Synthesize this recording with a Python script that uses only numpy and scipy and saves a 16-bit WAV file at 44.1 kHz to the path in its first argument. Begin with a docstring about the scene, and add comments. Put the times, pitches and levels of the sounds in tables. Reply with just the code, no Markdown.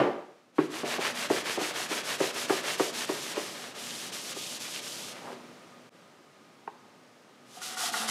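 """A steel can's clang dies away over a fan's rush that swells and sinks: ringing modes and fading noise over coloured
noise. From half a second an abrasive pad scrubs the can, an exhaust part in a plastic tub: random grains drive its
rasp, ring and hiss, while knocks on the tub add clicks and ringing thuds. Longer wipes follow, with narrow rasps where
the pad drags, then a brief slide of tiny slips and a pause with one light tap on steel. At the end short strokes rub
a thin welded bracket and pluck bright pings from its modes. All but clang and fan echo in a small garage."""
import sys
import numpy as np
from scipy import signal
from scipy.fft import rfft, irfft
from scipy.io import wavfile
from scipy.ndimage import uniform_filter1d

SR = 44100
rng = np.random.default_rng(int(sys.argv[2]) if len(sys.argv) > 2 else 0)


def output_pcm(signal):
    """Save a mono or channel-first signal as 16-bit PCM at the path in sys.argv[1].

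    Samples are clipped to [-1, 1] before scaling.
    """
    pcm = np.clip(np.atleast_2d(signal).T, -1, 1) * 32767
    wavfile.write(sys.argv[1], SR, np.round(pcm).astype(np.int16))


N = 357210
TIME = np.arange(N) / SR

# Colour of the opening clang's rattle. Each row: frequency in Hz, level in dB.
CLANG_COLOUR = [(60, -32), (140, -14), (300, 3.5), (600, 3.5), (1000, -5.5), (2000, -14), (4000, -28),
                (8000, -43), (15000, -54)]
# Modes of the steel can ringing free. Each row: frequency in Hz, level in dB, t60 in seconds.
CAN_MODES = [(137, -3, 0.25), (225, -15, 0.24), (364, 1, 0.57), (450, -4.5, 0.63), (513, -39, 0.27),
             (577, 2, 0.52), (780, -2.5, 0.56), (860, -16, 0.77), (1177, -5.5, 0.57), (1230, -14.5, 0.27),
             (1438, -29, 0.43), (1600, -21, .2), (1820, -7.5, 0.17), (2000, -24, 0.22), (2800, -11, 0.13),
             (3060, -15.5, 0.43)]
# Colour of the fan's rush in the room. 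Each row: frequency in Hz, level in dB.
ROOM_COLOUR = [(25, -48), (60, -27), (115, 0.5), (180, 5.5), (350, 5), (580, 3.5), (700, 1.5), (1100, -1.5),
               (2000, -5), (5700, -13), (9000, -19), (15500, -31.5)]
# Resonances of the fan. Each row: frequency in Hz, level in dB, t60 in seconds.
FAN_MODES = [(243.8, -6, 0.99), (571, -1, 0.076), (1234, -1, 0.16)]
# Room noise over time. Each row: time in seconds, level in dB.
ROOM_LEVEL = [(0, -54), (.52, -64.5), (.8, -45.5), (5.15, -48.5), (5.55, -51.5), (6.2, -57), (7.4, -57),
              (8.1, -49.5)]
# Colour of grains rasping on the can. Each row: frequency in Hz, level in dB.
RASP_COLOUR = [(60, -47), (120, -23), (200, -18), (350, 2), (900, 2), (2000, 3.5), (3000, 0.5), (5000, -8),
               (8000, -30), (15000, -30)]
# Colour of the hissing fibres. Each row: frequency in Hz, level in dB.
HISS_COLOUR = [(500, -42), (1800, -10.5), (3000, 3), (4200, 2), (6000, 2), (8500, -2), (10500, -4.5),
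               (12500, -8.5), (15500, -23.5)]
# Pressure of the quick scrubbing. Each row: time in seconds, drive of the rasp in dB, drive of the hiss in dB.
CAN_PRESSURE = [(.54, -69, -59), (.6, -43.5, -56), (.68, -48, -54), (.75, -42, -44.5), (.89, -36.5, -40),
                (1.5, -36, -39), (2.3, -37.5, -38), (2.56, -38.5, -38.5), (2.7, -35.5, -37),
                (3.0, -41.5, -38)]
# Slow wipes along the can. Each row: start in seconds, end in seconds, drive of the rasp in dB,
# drive of the hiss in dB, change of pressure along the wipe in dB, easing in the middle in dB.
WIPES = [(3.068, 3.348, -42, -39, 0.5, 3.5), (3.349, 3.728, -44, -44, -11, 3.5),
         (3.746, 4.111, -48.5, -42.5, 0.5, 0.5), (4.119, 4.336, -43.5, -36, 0, 9),
         (4.341, 4.588, -52.5, -40.5, 2.5, 1.5), (4.593, 4.809, -47.5, -38, -1.5, 6),
         (4.813, 5.136, -51.5, -42, -3.5, 1.5), (5.128, 5.358, -51.5, -56.5, -4, 2.5)]
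# Pressure on the bracket. Each row: time in seconds, drive of the rasp in dB, drive of the hiss in dB.
BRACKET_PRESSURE = [(7.46, -91, -67.5), (7.56, -54.5, -51), (7.635, -44.5, -37.5), (7.72, -48.5, -45),
                    (7.79, -42.5, -37.5), (7.855, -41, -32.5), (7.93, -38, -34), (8.05, -40.5, -40.5),
                    (8.1, -31.5, -30.5)]
# Colour of grains rasping on the bracket. Each row: frequency in Hz, level in dB.
BRACKET_RASP_COLOUR = [(110, -26), (200, -8), (330, -6), (600, -5), (1300, 10.5), (2200, -2.5),
                       (3500, -2.5), (6000, -11), (10500, -3), (15000, -42)]
# Modes of the bracket, before scaling of their times. Each row: frequency in Hz, level in dB, t60 in seconds.
BRACKET_MODES = [(221.7, -6.5, 0.54), (445, -3.5, 0.14), (691, 6, 0.14), (745, 8, 0.16), (875, 6.5, 0.092),
                 (1140, 1, 0.069), (1246, -17, .1), (1418, 1.5, 0.15), (1480, -4, 0.082), (1873, 10, 0.062),
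                 (2047, 3.5, 0.11), (2650, -1, 0.13), (3820, -1, 0.16)]
# Knocks of the can on the tub, mostly as a push begins.
# Each row: start in seconds, level in dB, pitch of the thud in Hz, pitch of the click in Hz.
KNOCKS = [(.583, -10.5, 263, 940), (.832, -23, 490, 624), (0.983, -23.5, 440, 754),
          (1.301, -13.5, 374, 630), (1.575, -23, 472, 700), (1.612, -23, 310, 740), (1.907, -25, 336, 780),
          (2.203, -15, 376, 710), (2.497, -13.5, 407, 950), (2.797, -15, 407, 890),
          (3.091, -19.5, 345, 920), (3.369, -22, 429, 860), (4.364, -35, 425, 704),
          (5.319, -35.5, 428, 750)]
# Modes of can and tub together, ringing free. Each row: frequency in Hz, level in dB, t60 in seconds.
TUB_MODES = [(151, -3, 0.29), (240, 6, 0.033), (309.4, 8, 0.18), (382.2, 5, 0.31), (430, 4.5, 0.18),
             (490, -7, 0.45), (584, -1.5, 0.21), (706, -9, 0.46), (820, -38, 0.45), (810, 5, 0.04),
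             (1030, -32, 0.21)]
# Colour of a click of steel on plastic. Each row: multiple of its pitch, level in dB.
CLICK_COLOUR = [(.06, -73), (.17, -16), (.4, -1.5), (.72, 0.5), (1, 2), (1.25, -3), (1.6, -5.5),
                (2.7, -16.5), (3.8, -25), (7, -63), (16, -59)]
# Rasps of the pad dragging over a tacky patch.
# Each row: start in seconds, length in seconds, level in dB, pitch in Hz.
DRAGS = [(3.883, 0.042, -45, 3000), (4.37, 0.12, -44.5, 3560), (4.637, .045, -44.5, 2400),
         (4.716, 0.088, -41, 3070)]
# Narrow colour of a drag. Each row: multiple of its pitch, level in dB.
DRAG_COLOUR = [(.3, -37), (.6, -10.5), (.88, -4.5), (1, -3), (1.14, -7), (1.5, -10), (3, -40)]
# Modes of the light tap. Each row: frequency in Hz, level in dB, t60 in seconds.
TAP_MODES = [(420, -5, .05), (640, -7, .04), (800, -1, .06), (915, 0, .07), (1070, -2, .06),
             (1550, -17, .03), (2200, -16, .03), (2550, -19, .025)]
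# Snags of the pad on the bracket's edge. Each row: start in seconds, level in dB, pitch in Hz.
SNAGS = [(7.568, -40, 726), (7.615, -36.5, 1400), (7.768, -31, 1310), (7.832, -30.5, 750),
         (7.886, -34, 735), (7.938, -23, 1320), (7.963, -30, 750), (7.999, -40.5, 230)]

# the room noise dips briefly
DIP_S, DIP_DB, DIP_RECOVERY_S = 5.893, -30, 0.019
# quick scrubbing keeps an even beat; swell 0 is an even stroke, 1 a rounded one
CAN_START_S, CAN_STROKES_PER_S = .541, 6.725
CAN_SWELL_FIRST, CAN_SWELL_LAST = 0.79, 0.64
# the hand bears down harder at the near end of its travel: change along a stroke
CAN_LEAN_DB = 3
WIPE_SWELL = 0.14
# from here on the pad rubs the bracket, in short strokes on an even beat
BRACKET_FROM_S = 7.0
BRACKET_START_S, BRACKET_STROKES_PER_S = 7.446, 6.42
BRACKET_SWELL, BRACKET_LEAN_DB = 0.4, -5
# a typical knock: pitch, click against thud, lag of the thud, ring time as a share of the free ring
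KNOCK_HZ, CLICK_DB, THUD_LAG_S, KNOCK_SHARE = 403.4, -6.5, 0.002884, 0.36
# a lower knock lands flatter: its click is weaker and it rings longer (power of the pitch)
CLICK_DB_PER_OCTAVE, RING_POWER = 8, 1.3
# the chatter sounds above the thud (multiple of its pitch)
CHATTER_RATIO = 1.4
# the can slides as the hand lets go: time and level of the peak, growth and fall
SLIDE_S, SLIDE_DB, SLIDE_RISE_DB_PER_S, SLIDE_FALL_DB_PER_S = 5.305, -39, 112, 400
TAP_S, TAP_DB = 6.676, -36
TOP_HZ = 15550


def undb(db):
    """Decibels to gain."""
    return 10 ** (np.asarray(db) / 20)


def unit(x):
    """Scale to rms 1."""
    return x / np.sqrt(np.mean(x ** 2))


def add(out, s, x):
    """Mix x into out from time s."""
    i = max(int(s * SR), 0)
    out[i:i + len(x)] += x[:max(N - i, 0)]


def through(x, response):
    """Pass x through a response scaled to unit energy."""
    return signal.fftconvolve(x, response / np.linalg.norm(response))[:len(x)]


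def colour(points, size=4096):
    """Causal, minimum-phase response with the given (Hz, dB) spectrum."""
    hz, db = np.transpose(points)
    f = np.maximum(np.arange(size // 2 + 1) * SR / size, 1)
    log_gain = np.log(undb(np.interp(np.log(f), np.log(hz), db)))
    cepstrum = irfft(log_gain)
    # fold the cepstrum forward so that the response starts at once
    cepstrum[1:size // 2] *= 2
    cepstrum[size // 2 + 1:] = 0
    return irfft(np.exp(rfft(cepstrum)))


def fade(t60):
    """One second of exponential decay, 60 dB down after t60 seconds."""
    return np.exp(-np.log(1000) * TIME[:SR] / t60)


def ring(modes, share=1):
    """Sum of decaying modes, neighbours in opposite phase; share scales their decay times."""
    out = np.zeros(SR)
    for k, (hz, db, t60) in enumerate(modes):
        tone = np.sin(2 * np.pi * hz * TIME[:SR])
        out += (-1) ** k * undb(db) * fade(t60 * share) * tone
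    return out


def struck(modes, pitch_hz, share=1, narrow_db=9):
    """A blow favours modes near its pitch, losing narrow_db per octave away from it; peak 1."""
    favoured = [(hz, db - narrow_db * abs(np.log2(hz / pitch_hz)), t60) for hz, db, t60 in modes]
    x = ring(favoured, share)
    x = x * (1 - np.exp(-TIME[:SR] / 0.0018))  # the contact builds up softly
    return x / np.abs(x).max()


def grit(per_s, spread_db):
    """Random tiny catches of abrasive grains at unit rms; a wider spread makes a few much stronger."""
    hit = rng.random(N) < per_s / SR
    strength = undb(spread_db * np.minimum(rng.exponential(size=N), 5))
    return unit(hit * rng.standard_normal(N) * strength)


def walk(rate):
    """Random wander: straight lines between normal draws, rate of them per second."""
    knots = rng.standard_normal(N)
    return np.interp(TIME * rate, np.arange(N), knots)


def clang():
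    """The freely ringing can and its rattle on the tub die away at the start."""
    out = np.zeros(N)
    rattle = through(rng.standard_normal(SR) * fade(0.54), colour(CLANG_COLOUR))
    add(out, 0, undb(-20.5) * rattle)
    add(out, 0, undb(-28.5) * ring(CAN_MODES))
    return out


def room_noise():
    """Rush of a fan with a few narrow resonances; its level swells and sinks, and dips once, briefly."""
    rush = through(rng.standard_normal(N), colour(ROOM_COLOUR))
    whirr = through(rng.standard_normal(N), ring(FAN_MODES))
    level_db = np.interp(TIME, *np.transpose(ROOM_LEVEL))
    dip_db = DIP_DB * (TIME > DIP_S) * np.exp(-np.abs(TIME - DIP_S) / DIP_RECOVERY_S)
    return (rush + undb(-8.0) * whirr) * undb(level_db + dip_db + 0.34 * walk(2.02))


def stroke(start, end, swell, lean_db, ease_db=0):
    """Speed and drive of one push: the pad speeds up and slows down while the pressure shifts along it."""
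    along = np.linspace(0, 1, max(int((end - start) * SR), 2))
    swing = np.abs(np.sin(np.pi * along))
    pressure_db = lean_db * (along - .5) - ease_db * swing
    return swing, swing ** max(swell, 0) * undb(pressure_db)


def back_and_forth(start, per_s, swells, lean_db, pressure):
    """Pulls and pushes on an even beat; yields start, speed, drive, rasp dB, hiss dB for each."""
    s, rasp_db, hiss_db = np.transpose(pressure)
    for k, swell in enumerate(swells):
        turn = start + k / per_s
        swing, drive = stroke(turn, turn + 1 / per_s, swell, (-1) ** k * lean_db)
        t = turn + TIME[:len(swing)]
        yield turn, swing, drive, np.interp(t, s, rasp_db), np.interp(t, s, hiss_db)


def hand(rasp_floor=0.11, hiss_floor=0.1):
    """Speed of the pad and drive of rasp and hiss: quick scrubs, slow wipes, then the bracket."""
    can_swells = np.linspace(CAN_SWELL_FIRST, CAN_SWELL_LAST, 17)  # strokes get flatter
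    quick = back_and_forth(CAN_START_S, CAN_STROKES_PER_S, can_swells, CAN_LEAN_DB, CAN_PRESSURE)
    slow = []
    for start, end, rasp_db, hiss_db, lean_db, ease_db in WIPES:
        swing, drive = stroke(start, end, WIPE_SWELL, lean_db, ease_db)
        slow.append((start, swing, drive, rasp_db, hiss_db))
    short = back_and_forth(BRACKET_START_S, BRACKET_STROKES_PER_S, [BRACKET_SWELL] * 5,
                           BRACKET_LEAN_DB, BRACKET_PRESSURE)
    speed, rasp, hiss = np.zeros((3, N))
    for start, swing, drive, rasp_db, hiss_db in [*quick, *slow, *short]:
        add(speed, start, swing)
        # some fibres slide on while the hand turns
        add(rasp, start, undb(rasp_db) * (rasp_floor + (1 - rasp_floor) * drive))
        add(hiss, start, undb(hiss_db) * (hiss_floor + (1 - hiss_floor) * drive))
    rasp, hiss = uniform_filter1d([rasp, hiss], size=500)  # the soft pad takes up each change gradually
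    # the pressure trembles
    return speed, rasp * undb(2.34 * walk(45)), hiss * undb(.5 * walk(56))


def scrubbing():
    """Grains catch on the steel and ring the can or the bracket; the fibres hiss on their own."""
    speed, rasp, hiss = hand()
    catches = rasp * grit(per_s=7000, spread_db=2.5)
    on_can = catches * (TIME < BRACKET_FROM_S)
    on_bracket = catches * (TIME >= BRACKET_FROM_S)

    can = undb(1.5) * through(on_can, colour(RASP_COLOUR))
    can += undb(-14) * through(on_can, ring(CAN_MODES, share=.3))  # damped ring

    bracket = undb(1) * through(on_bracket, colour(BRACKET_RASP_COLOUR))
    bracket += undb(-1) * through(on_bracket, ring(BRACKET_MODES, share=1.4))
    # a small plate radiates little bass
    bracket = signal.sosfilt(signal.butter(3, 170, "high", fs=SR, output="sos"), bracket)

    # sparse coarse grains snap free, on can and bracket alike
    coarse = undb(-17) * through(rasp * grit(per_s=110, spread_db=1), colour(RASP_COLOUR))

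    fibres = undb(1.5) * through(hiss * grit(per_s=24000, spread_db=0.2), colour(HISS_COLOUR))
    dull = signal.sosfilt(signal.butter(1, 4500, fs=SR, output="sos"), fibres)
    bright = np.clip(0.26 + speed / 0.51, 0, 1)  # a slow pad loses its top
    return can + bracket + coarse + dull + bright * (fibres - dull)


def click_colour(pitch_hz):
    """Response of steel tapping plastic, its spectrum scaled to a pitch."""
    return colour([(multiple * pitch_hz, db) for multiple, db in CLICK_COLOUR])


def knocks(click_t60=0.073, rebound_s=.0105, rebound_db=-9, chatter_db=-17, chatter_t60=0.4):
    """The can's edge clicks on the tub, its weight lands a moment later and chatters to rest; the click
    rebounds once."""
    out = np.zeros(N)
    for s, db, thud_hz, click_hz in KNOCKS:
        click_db = db + CLICK_DB + CLICK_DB_PER_OCTAVE * np.log2(thud_hz / KNOCK_HZ)
        click = through(rng.standard_normal(SR) * fade(click_t60), click_colour(click_hz))
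        thud = struck(TUB_MODES, thud_hz, KNOCK_SHARE * (KNOCK_HZ / thud_hz) ** RING_POWER)
        chatter_ring = struck(TUB_MODES, CHATTER_RATIO * thud_hz, share=0.13, narrow_db=15.0)
        chatter = through(rng.standard_normal(SR) * fade(chatter_t60), chatter_ring)
        add(out, s, undb(click_db) * click)
        lands = s + THUD_LAG_S * (thud_hz / KNOCK_HZ) ** 2  # a flatter, lower knock lands sooner
        add(out, lands, undb(db) * (thud + undb(chatter_db) * chatter))
        add(out, lands + rebound_s, undb(click_db + rebound_db) * click)
    return out


def drags():
    """Fibres stick and slip in a brief swell around one pitch."""
    out = np.zeros(N)
    slips = grit(per_s=2100, spread_db=2.5)
    for s, length, db, pitch_hz in DRAGS:
        _, drive = stroke(s, s + length, .5, 0)
        narrow = colour([(multiple * pitch_hz, level_db) for multiple, level_db in DRAG_COLOUR])
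        band = through(slips, narrow)
        add(out, s, undb(db) * drive * band[int(s * SR):][:len(drive)])
    return out


def slide():
    """The can shifts on the tub in a run of tiny slips that grows and stops short."""
    slips = grit(per_s=1500, spread_db=1)
    before_db = SLIDE_RISE_DB_PER_S * (SLIDE_S - TIME)
    after_db = SLIDE_FALL_DB_PER_S * (TIME - SLIDE_S)
    below_db = np.maximum(before_db, after_db)
    return through(slips * undb(SLIDE_DB - below_db), click_colour(pitch_hz=796))


def tap():
    """A bottle's plastic nozzle touches the steel: a dry tick of noise and a short modal ring."""
    out = np.zeros(N)
    tick = through(rng.standard_normal(SR) * fade(0.04), click_colour(pitch_hz=940))
    add(out, TAP_S, undb(-34.0) * tick + undb(TAP_DB) * ring(TAP_MODES))
    return out


def snags():
    """The pad plucks the bracket's edge: short pings of the modes closest to each pitch."""
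    out = np.zeros(N)
    for s, db, pitch_hz in SNAGS:
        add(out, s, undb(db) * struck(BRACKET_MODES, pitch_hz, share=0.85, narrow_db=26))
    return out


def garage(x, t60=0.68):
    """Short, dull reverberation of a small room: a decaying noise tail under the direct sound."""
    tail = rng.standard_normal(SR) * fade(t60) * (TIME[:SR] > .008)
    tail = signal.sosfilt(signal.butter(1, 7000, fs=SR, output="sos"), tail)
    return x + undb(-15.0) * through(x, tail)


def scene():
    """One close microphone feeds both channels; clang and room noise stay out of the reverberation."""
    handled = scrubbing() + knocks() + drags() + slide() + tap() + snags()
    mono = clang() + room_noise() + garage(handled)
    return np.array([mono, mono])


def record(dry):
    """The microphone sheds the deep bass and the recorder cuts the top."""
    lean = signal.sosfilt(signal.butter(4, 88, "high", fs=SR, output="sos"), dry)
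    return signal.sosfilt(signal.ellip(10, .2, 80, TOP_HZ, fs=SR, output="sos"), lean)


dry = scene()
out = record(dry)
output_pcm(out)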